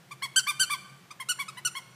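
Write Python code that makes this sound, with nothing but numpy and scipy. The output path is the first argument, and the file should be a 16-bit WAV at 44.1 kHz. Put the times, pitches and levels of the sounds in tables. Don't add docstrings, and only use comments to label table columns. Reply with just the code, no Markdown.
import sys
import numpy as np
from scipy import signal
from scipy.fft import rfft, irfft
from scipy.io import wavfile

SR = 44100
rng = np.random.default_rng(int(sys.argv[2]) if len(sys.argv) > 2 else 0)


def master(y):
    cut = np.clip(np.atleast_2d(y).T, -1, 1)
    pcm = np.round(cut * 32767)
    wavfile.write(sys.argv[1], SR, pcm.astype(np.int16))


def how_loud(loudness_db):
    steps = np.asarray(loudness_db, float) / 20
    return 10 ** steps


N = 85995

# (frequency [Hz], level per Hz [dB])
FAN_HISS = [(25, -48), (60, -27), (130, -9.5), (250, -15.5), (734, -16.5), (1840, -18.5), (14800, -34.5),
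            (16000, -42)]
# (frequency [Hz], width [Hz], level [dB])
FAN_DRONES = [
    (135.1, 24, -59),
    (183, 31.6, -64),
    (344, 8, -77),
    (359, 3.5, -73.5),
]
# (delay [s], level [dB])
REFLECTIONS = [
    (.0031, -15),
    (.0066, -16),
    (.0097, -14),
    (.0114, -12),
]
# (frequency [Hz], time to fall 60 dB [s])
ROOM_DECAY = [(1000, 1), (3000, .8), (6000, 0.77), (12000, 0.55)]

# (start [s], rise [s], fall [s], top pitch [Hz], peak level [dB])
FULL_PUSHES = [
    (.359, 0.015, 0.023, 1570, -19.5),
    (.594, 0.02, 0.026, 1550, -22),
    (1.286, 0.02074, 0.016, 1467, -25.5),
    (1.648, 0.009, 0.023, 1467, -26.5),
]
HALF_PUSHES = [
    (.108, 0.012, 0.016, 1215, -38.5),
    (1.104, 0.011, 0.009, 1225, -39.5),
    (1.479, 0.0093, 0.0145, 1280, -37),
]
PULL_CHIRPS = [
    (.221, 0.0165, 0.022, 1113, -30.5),
    (.468, .027, 0.01825, 1205, -25.5),
    (.698, 0.02, 0.031, 1179, -27.5),
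    (1.198, 0.011, 0.016, 1080, -35.5),
    (1.388, 0.019, 0.02, 1136, -32),
    (1.569, 0.016, 0.0091, 1009, -40.5),
    (1.750, 0.024, .017, 1100, -35.5),
]
# (frequency [Hz], level [dB])
FULL_PUSH_COLOUR = [(1000, 3), (3000, 4.5), (4700, 3.5), (6200, 1), (9200, 3.5), (11000, -7),
                    (13000, -11.5), (16000, -24)]
HALF_PUSH_COLOUR = [(1000, -5.5), (2400, -8), (3600, -14.5), (5000, -14), (7000, -19.5), (9200, -16),
                    (12000, -35), (16000, -34)]
PULL_CHIRP_COLOUR = [(1000, -1.5), (2300, 2), (3500, -5.5), (5000, -10), (7000, -21.5), (9200, -7.5),
                     (12000, -18.5), (16000, -22)]
# (pitch lost at start [share], pitch lost at end [share], level lost at start [dB],
# level lost at end [dB], bend of rise [exponent], bend of fall [exponent])
FULL_PUSH_ARCH = (0.1847, 0.0946, 9.7, 4.75, 4.16, 2.52)
HALF_PUSH_ARCH = (0.206, 0.152, 6, 7.4, 1.65, 1.9)
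PULL_CHIRP_ARCH = (0.1386, 0.1, 3.9, 3.1, 2.55, 2.52)
# (air noise [dB], flutter of each harmonic [dB], dulling at slack pressure [dB per octave])
FULL_PUSH_GRAIN = (-22, 3, 2)
HALF_PUSH_GRAIN = (-20, 3, 7)
PULL_CHIRP_GRAIN = (-20, 4, 5)


def unit_rms(x):
    return x / np.sqrt(np.mean(x ** 2) + 1e-20)


def at_hz(points, hz):
    table_hz, value = np.array(points).T[:2]
    return np.interp(np.log(hz), np.log(table_hz), value)


def band_pass(x, low_hz, high_hz):
    return signal.sosfilt(signal.butter(2, [low_hz, high_hz], "band", fs=SR, output="sos"), x)


def resonance(x, hz, width_hz):
    r = np.exp(-np.pi * width_hz / SR)
    poles = [1, -2 * r * np.cos(2 * np.pi * hz / SR), r * r]
    return signal.lfilter([(1 - r * r) / 2, 0, (r * r - 1) / 2], poles, x)


def fan():
    hz = np.maximum(np.arange(N // 2 + 1) * SR / N, 10)
    spectrum = rfft(rng.standard_normal(N)) * how_loud(at_hz(FAN_HISS, hz))
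    sound = how_loud(-58.5) * unit_rms(irfft(spectrum, N))
    for drone_hz, width_hz, db in FAN_DRONES:
        drone = rng.standard_normal(N + SR)
        for _ in range(2):
            drone = resonance(drone, drone_hz, width_hz)
        sound += how_loud(db) * unit_rms(drone[SR:])
    return sound


def diffuse_tail(t, build):
    edges = 700 * 2 ** np.arange(0, 5, .5)
    tail = np.zeros(SR)
    for low, high in zip(edges, edges[1:]):
        band = band_pass(rng.standard_normal(SR), low, high)
        tail += band * how_loud(-60 * t / at_hz(ROOM_DECAY, np.sqrt(low * high)))
    tail *= build
    return how_loud(-17.5) * tail / np.sqrt(np.sum(tail ** 2))


def near_reflections(t, build):
    near = rng.standard_normal(SR) * how_loud(-60 * t / .07) * build
    near *= how_loud(-17) / np.sqrt(np.sum(near ** 2))
    for n, (delay, db) in enumerate(REFLECTIONS):
        near[int(delay * SR)] += how_loud(db) * (-1) ** n
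    return signal.lfilter(*signal.butter(1, 1000, "high", fs=SR), near)


def room(x):
    build_s = 0.0061
    t = np.arange(SR) / SR
    build = 1 - np.exp(-t / build_s)
    response = diffuse_tail(t, build) + near_reflections(t, build)
    return signal.fftconvolve(x, response)[:N]


def drift(rate_hz, count):
    r = np.exp(-2 * np.pi * rate_hz / SR)
    noise = rng.standard_normal((count, 6000))
    return unit_rms(signal.lfilter([1], [1, -2 * r, r * r], noise)[:, 2000:])


def pull_whistle():
    top_hz, drop_hz, length_s = 1740, 466, .013
    u = np.linspace(0, 1, int(length_s * SR))
    phase = 2 * np.pi * np.cumsum(top_hz - drop_hz * u ** 4) / SR
    return np.sin(phase) * u * np.sin(np.pi * u)


def chirps(rows, colour, arch, grain, pull):
    edge_s, stop_s, air_lag_s = 0.0028, .004, .008
    flutter_hz, wobble, phase_lag = 90, 0.0076, .02
    start_bend_share, end_bend_share, start_drop_db, end_drop_db, rise_bend, fall_bend = arch
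    air_db, flutter_db, dulling_db = grain
    out = np.zeros(N + SR)
    k = np.arange(1, 17)[:, None]
    t = np.arange(4000) / SR
    for start, rise, fall, top_hz, db in rows:
        up = t < rise
        slack = np.clip(np.where(up, 1 - t / rise, (t - rise) / fall), 0, 2)
        slack = slack ** np.where(up, rise_bend, fall_bend)
        chance = drift(flutter_hz, count=17)
        pitch_loss = np.where(up, start_bend_share, end_bend_share) * slack
        hz = top_hz * np.maximum(1 - pitch_loss + wobble * chance[0], .5)
        level_db = db - np.where(up, start_drop_db, end_drop_db) * slack

        tops_db = at_hz(colour, k * hz) + flutter_db * np.minimum(k / 2.9, 1) * chance[1:]
        tops_db = tops_db - dulling_db * slack * np.log2(k)
        tops = how_loud(tops_db) * (k * hz < 17000)
        phase = 2 * np.pi * np.cumsum(hz) / SR
        tone = np.sum(tops * np.sin(k * phase + np.pi / 8 - phase_lag * k ** 1.5), axis=0)
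        tone /= np.sqrt(np.sum(how_loud(at_hz(colour, k * top_hz)) ** 2) / 2)

        air = unit_rms(band_pass(rng.standard_normal(len(t)), 1500, 12000)) * (1 + np.cos(phase))
        stop = np.exp(-np.maximum(t - rise - fall, 0) / stop_s)
        swell = how_loud(level_db) * np.clip(t / edge_s, 0, 1) * stop
        lag = np.exp(-1 / (air_lag_s * SR))
        air_swell = signal.lfilter([1 - lag], [1, -lag], swell)

        i = int(start * SR)
        polarity = (-1) ** pull
        out[i:i + len(t)] += polarity * swell * tone + how_loud(air_db) * air_swell * air
        if pull:
            lead = pull_whistle()
            j = i + int(edge_s * 2 * SR)
            out[j - len(lead):j] += how_loud(db - 5.5) * lead
    return out[:N]


def squeaky_toy():
    voice = chirps(FULL_PUSHES, FULL_PUSH_COLOUR, FULL_PUSH_ARCH, FULL_PUSH_GRAIN, pull=False)
    voice += chirps(HALF_PUSHES, HALF_PUSH_COLOUR, HALF_PUSH_ARCH, HALF_PUSH_GRAIN, pull=False)
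    voice += chirps(PULL_CHIRPS, PULL_CHIRP_COLOUR, PULL_CHIRP_ARCH, PULL_CHIRP_GRAIN, pull=True)
    return signal.sosfilt(signal.butter(1, 120, "high", fs=SR, output="sos"), voice)


def scene():
    voice = squeaky_toy()
    return (voice + room(voice) + fan())[None]


def roll_off(x):
    return signal.sosfilt(signal.butter(12, 16280, fs=SR, output="sos"), x)


def record(dry):
    mix = signal.sosfilt(signal.ellip(10, .5, 45, 15350, fs=SR, output="sos"), dry)
    return roll_off(mix)


dry = scene()
out = record(dry)
master(out)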